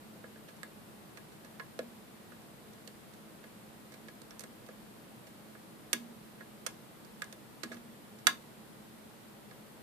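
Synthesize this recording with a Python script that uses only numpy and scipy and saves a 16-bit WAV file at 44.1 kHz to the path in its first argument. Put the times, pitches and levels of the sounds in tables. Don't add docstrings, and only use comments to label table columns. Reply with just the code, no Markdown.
import sys
import numpy as np
from scipy import signal
from scipy.fft import rfft, irfft, next_fast_len
from scipy.io import wavfile

SR = 44100
rng = np.random.default_rng(int(sys.argv[2]) if len(sys.argv) > 2 else 0)


def master(y):
    cut = np.clip(np.atleast_2d(y).T, -1, 1)
    pcm = np.round(cut * 32767)
    wavfile.write(sys.argv[1], SR, pcm.astype(np.int16))


N = 433062

# frequency in Hz, relative noise density in dB.
AIR_SPECTRUM = [(20, -31), (50, -10), (70, -15), (125, -2), (170, -1.5), (215, 2), (260, -4), (600, -8),
                (1200, -13), (2500, -19), (4200, -21.5), (6000, -27), (8500, -23.5), (14500, -24)]
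# frequency in Hz, correlation.
AIR_CORRELATION = [(40, 0.011), (150, 0.51), (400, 0.38), (900, 0), (2500, 0.024), (10000, 0)]
# frequency in Hz, rms level in dB about which it wavers.
FAN_TONES = [(215.3, -64), (324, -69.5), (431, -76), (958, -90.5), (1917, -83.5)]
# frequency in Hz, gain in dB.
WALL_COLOUR = [(240, 11.5), (520, 3.5), (1000, 12), (1700, -2.0), (2600, 5), (3700, 2),
               (8500, -3.5), (14000, 2.5)]
# delay in ms, gain left, gain right.
NEAR_ECHOES = [(1.2, 0.045, 0.021), (2.42, 0.21, 0.028), (4.2, 0.067, 0.11)]
# frequency in Hz, gain in dB.
HAND_SHADE = [(300, 7), (700, 16), (1500, 0), (2700, 5.5), (4200, 4), (6300, -5.5), (8600, 1), (9900, 11),
              (11500, -13), (14000, 8)]
# frequency in Hz, relative energy in dB, t60 in seconds.
DESK_BOOM = [(189, -10, 0.37), (235.5, 3.5, 0.87), (256, -1, 0.63), (322.6, 2, 0.17), (402, 1, 0.2)]
# frequency in Hz, relative energy in dB, t60 in seconds.
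MOUNT_KNOCK = [(257, -20, 0.074), (320, -17.5, 0.089), (468, 8, 0.04), (527, 5, 0.047), (632, 6, 0.064)]
# frequency in Hz, relative energy in dB, t60 in seconds.
LOCK_RING = [(1090, -8.5, 0.039), (1225, -13, 0.031), (1323, -3, 0.016), (1483, -8.5, 0.044),
             (1666, -2, 0.076), (1774, -3.5, 0.062), (1840, -13, 0.077), (2100, 1, 0.026), (3572, 0, 0.012),
             (4430, -3, 0.013), (5500, -23, 0.039), (6050, -24, 0.017), (8500, -21, 0.018),
             (8680, -16, 0.048), (9200, -23, 0.0062)]
# frequency in Hz, relative level in dB.
CHATTER_SPECTRUM = [(200, -10.5), (700, -5), (900, -14.5), (1250, 4.5), (2100, 3.5), (2700, -1.5),
                    (3200, -2), (3700, 0), (6200, -0.5), (7600, -4.5), (8700, -1), (9500, -6.5),
                    (11500, -11), (14500, -10)]
# start in seconds, mount knock in dB, desk boom in dB.
LOCK_SHIFTS = [(.155, -27.5, -36), (.240, -28, -35), (1.79, -7, -18.5), (4.437, -31, -26),
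               (4.687, -24.5, -27), (5.931, -19, -12), (6.664, -22.5, -28), (7.633, -28, -14.5),
               (7.713, -21, -22), (8.270, -33, -21)]
# start in seconds, level in dB, brightness in dB per octave,
# ping of the struck part in Hz, chatter decay in ms.
PIN_SLIPS = [ (.240, -22, -15, 1680, 4), (.359, -31.5, -5, 1700, 5), (.484, -27.5, -2, 2900, 11),
             (.632, -21, 1, 1800, 0.51), (1.172, -22, -2.5, 2090, 6), (1.446, -30.5, -1, 1680, 6),
             (1.597, -11, -9, 1310, 4.3), (1.7904, -17.5, -1, 1580, 2.4), (2.318, -27.5, -5, 1300, 9),
             (2.8755, -28, 2, 4300, 2.5), (3.439, -27.5, -4.5, 1680, 7), (3.920, -32.5, 0.5, 4500, 7),
             (3.940, -32.5, 1.5, 4000, 4.4), (4.084, -25, -2, 1720, 4.6), (4.217, -37.5, 4.5, 4800, 2.2),
             (4.308, -29.5, 0, 5460, 1.8), (4.394, -35, 7, 8440, 2.3), (4.405, -31, 4, 8600, 7.3),
             (4.437, -27.5, 1.5, 8550, 3.5), (4.687, -29, -2.5, 1700, 4.4), (5.269, -34, 1, 2900, 6.7),
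             (5.550, -28, -12, 1700, 6), (5.9303, -7, 3.5, 2270, 2.9), (6.406, -19, -11, 1700, 6),
             (6.6638, -14.5, 3, 1380, 4.3), (7.2194, -12.5, -1.5, 1700, 2.6), (7.242, -40, 5.5, 8720, 3),
             (7.326, -30.5, 2.5, 3640, 2.9), (7.6328, -13.5, 0.5, 2290, 5.7),
             (7.716, -18.5, -2.5, 1710, 18), (7.744, -32, 0.5, 4760, 1.5), (7.768, -30.5, -1.5, 3460, 5.1),
             (8.2689, 6.5, 0, 3700, 2.5), (9.510, -30.5, -3, 3520, 9)]

RING_SAMPLES = int(.4 * SR)
TYPICAL_DB = -25
MOUNT_SWELL_S, DESK_SWELL_S = 0.0019, 0.0072
TILT_FROM_HZ, TILT_TO_HZ = 1690, 10000


def undb(db):
    return 10 ** (np.asarray(db) / 20)


def unit(x):
    return x / np.sqrt(np.sum(x ** 2, axis=-1, keepdims=True))


def along(points, hz):
    point_hz, value = np.transpose(points)
    return np.interp(np.log(hz + 1), np.log(point_hz), value)


def colour(x, points):
    size = 2 * next_fast_len(x.shape[-1])
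    gain = undb(along(points, np.fft.rfftfreq(size, 1 / SR)))
    cepstrum = irfft(np.log(gain))
    cepstrum[1:size // 2] *= 2
    cepstrum[size // 2 + 1:] = 0
    return irfft(rfft(x, size) * np.exp(rfft(cepstrum)))[..., :x.shape[-1]]


def delay(x, ms):
    return np.pad(x, (int(ms * SR / 1000), 0))[:len(x)]


def add(out, start_s, sound):
    start = int(start_s * SR)
    out[start:start + len(sound)] += sound[:max(len(out) - start, 0)]


def room_air(rms_db=-53):
    hz = np.fft.rfftfreq(N, 1 / SR)
    alike = along(AIR_CORRELATION, hz)
    spectra = rfft(rng.standard_normal((2, N))) * undb(along(AIR_SPECTRUM, hz))
    mid, side = irfft(spectra * np.sqrt([1 + alike, 1 - alike]), N)
    return undb(rms_db) * np.sqrt(N) * unit(np.array([mid + side, mid - side]))


def fan(wander_hz=2.657, throb_db=2.4):
    t = np.arange(N) / SR
    knots_s = np.arange(0, t[-1] + 1, .06)
    out = np.zeros((2, N))
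    for hz, db in FAN_TONES:
        wavers = rng.standard_normal((len(knots_s), 3)).T
        drift, left, right = (np.interp(t, knots_s, row) for row in wavers)
        tone = np.sqrt(2) * np.sin(2 * np.pi * np.cumsum(hz + wander_hz * drift) / SR)
        out += tone * undb(db + throb_db * np.array([left, right]))
    return out


def walls(x, t60=0.19, send_db=-14, build_s=0.00052):
    t = np.arange(RING_SAMPLES) / SR
    envelope = np.exp(-np.log(1000) * t / t60) * (1 - np.exp(-t / build_s))
    tail = colour(unit(rng.standard_normal((2, RING_SAMPLES)) * envelope), WALL_COLOUR)
    return undb(send_db) * signal.fftconvolve(x[None], tail, axes=1)[:, :N]


def microphones(x, lag_ms=.7):
    left = 0.15 * x + sum(gain * delay(x, ms) for ms, gain, _ in NEAR_ECHOES)
    right = x + sum(gain * delay(x, ms) for ms, _, gain in NEAR_ECHOES)
    return np.array([delay(colour(left, HAND_SHADE), lag_ms), right])


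def ring(modes, t, detune=0.0012):
    out = 0
    for k, (hz, db, t60) in enumerate(modes):
        wave = np.sin(2 * np.pi * hz * (1 + detune * rng.standard_normal()) * t)
        decay = np.exp(-np.log(1000) * t / t60)
        out += (-1) ** k * undb(db) * unit(wave * decay)
    return unit(out)


def thud(modes, db, swell_s):
    t = np.arange(RING_SAMPLES) / SR
    return undb(db) * unit(ring(modes, t) * (1 - np.exp(-t / swell_s)))


def jolts():
    out = np.zeros(N)
    for start_s, mount_db, desk_db in LOCK_SHIFTS:
        add(out, start_s, thud(MOUNT_KNOCK, mount_db, MOUNT_SWELL_S))
        add(out, start_s, thud(DESK_BOOM, desk_db, DESK_SWELL_S))
    return out


def grazes(per_s=.9, level_db=-43, spread_db=6, ping_range_hz=(3420, 8800)):
    out, length_s = np.zeros(N), N / SR
    for when, strength, pitch in rng.random((round(per_s * length_s), 3)):
        db = level_db + spread_db * (2 * strength - 1)
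        ping_hz = np.interp(pitch, [0, 1], ping_range_hz)
        add(out, when * length_s, click(db, brightness=2, ping_hz=ping_hz, chatter_ms=7))
    return out


def click(db, brightness, ping_hz, chatter_ms, snap_ms=0.13, uneven_db=4):
    t = np.arange(RING_SAMPLES) / SR
    ms = 1000 * t
    contacts = rng.standard_normal(RING_SAMPLES) * undb(uneven_db * rng.standard_normal(RING_SAMPLES))
    onset = 1 - np.exp(-(ms / (0.12 * chatter_ms)) ** 2)
    force = (np.exp(-ms / chatter_ms) + 1.3 * np.exp(-ms / snap_ms)) * onset
    chatter = unit(colour(contacts * force, CHATTER_SPECTRUM))
    body = undb(7.0) * ring(LOCK_RING, t) * (1 - np.exp(-ms / 2.9))
    tilt = [(TILT_FROM_HZ, 0), (TILT_TO_HZ, np.log2(TILT_TO_HZ / TILT_FROM_HZ) * brightness)]
    metal = colour(undb(4.5 + 0.37 * brightness) * chatter + body, tilt)
    ping = onset * ring([(ping_hz * .98, 0, .009), (ping_hz * 1.05, -2, .006)], t)
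    ping_db = -2.5 + 0.92 * brightness - 0.12 * (db - TYPICAL_DB)
    low_cut = signal.butter(2, 330, "high", fs=SR, output="sos")
    return undb(db) * signal.sosfilt(low_cut, metal + undb(ping_db) * ping)


def picking(typical_knock_db=-30.5):
    metal, knocks = np.zeros((2, N))
    for start_s, db, brightness, ping_hz, chatter_ms in PIN_SLIPS:
        add(metal, start_s, click(db, brightness, ping_hz, chatter_ms))
        knock_db = typical_knock_db + 0.21 * (db - TYPICAL_DB)
        add(knocks, start_s, thud(MOUNT_KNOCK, knock_db, MOUNT_SWELL_S))
    return metal, knocks


def scene():
    background = room_air() + fan()
    metal, knocks = picking()
    thuds = knocks + jolts()
    room = walls(metal + thuds)
    return background + room + thuds + microphones(metal + grazes())


def record(dry, top_hz=14550):
    high_cut = signal.ellip(10, .2, 70, top_hz, fs=SR, output="sos")
    return signal.sosfilt(high_cut, np.tanh(dry))


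dry = scene()
out = record(dry)
master(out)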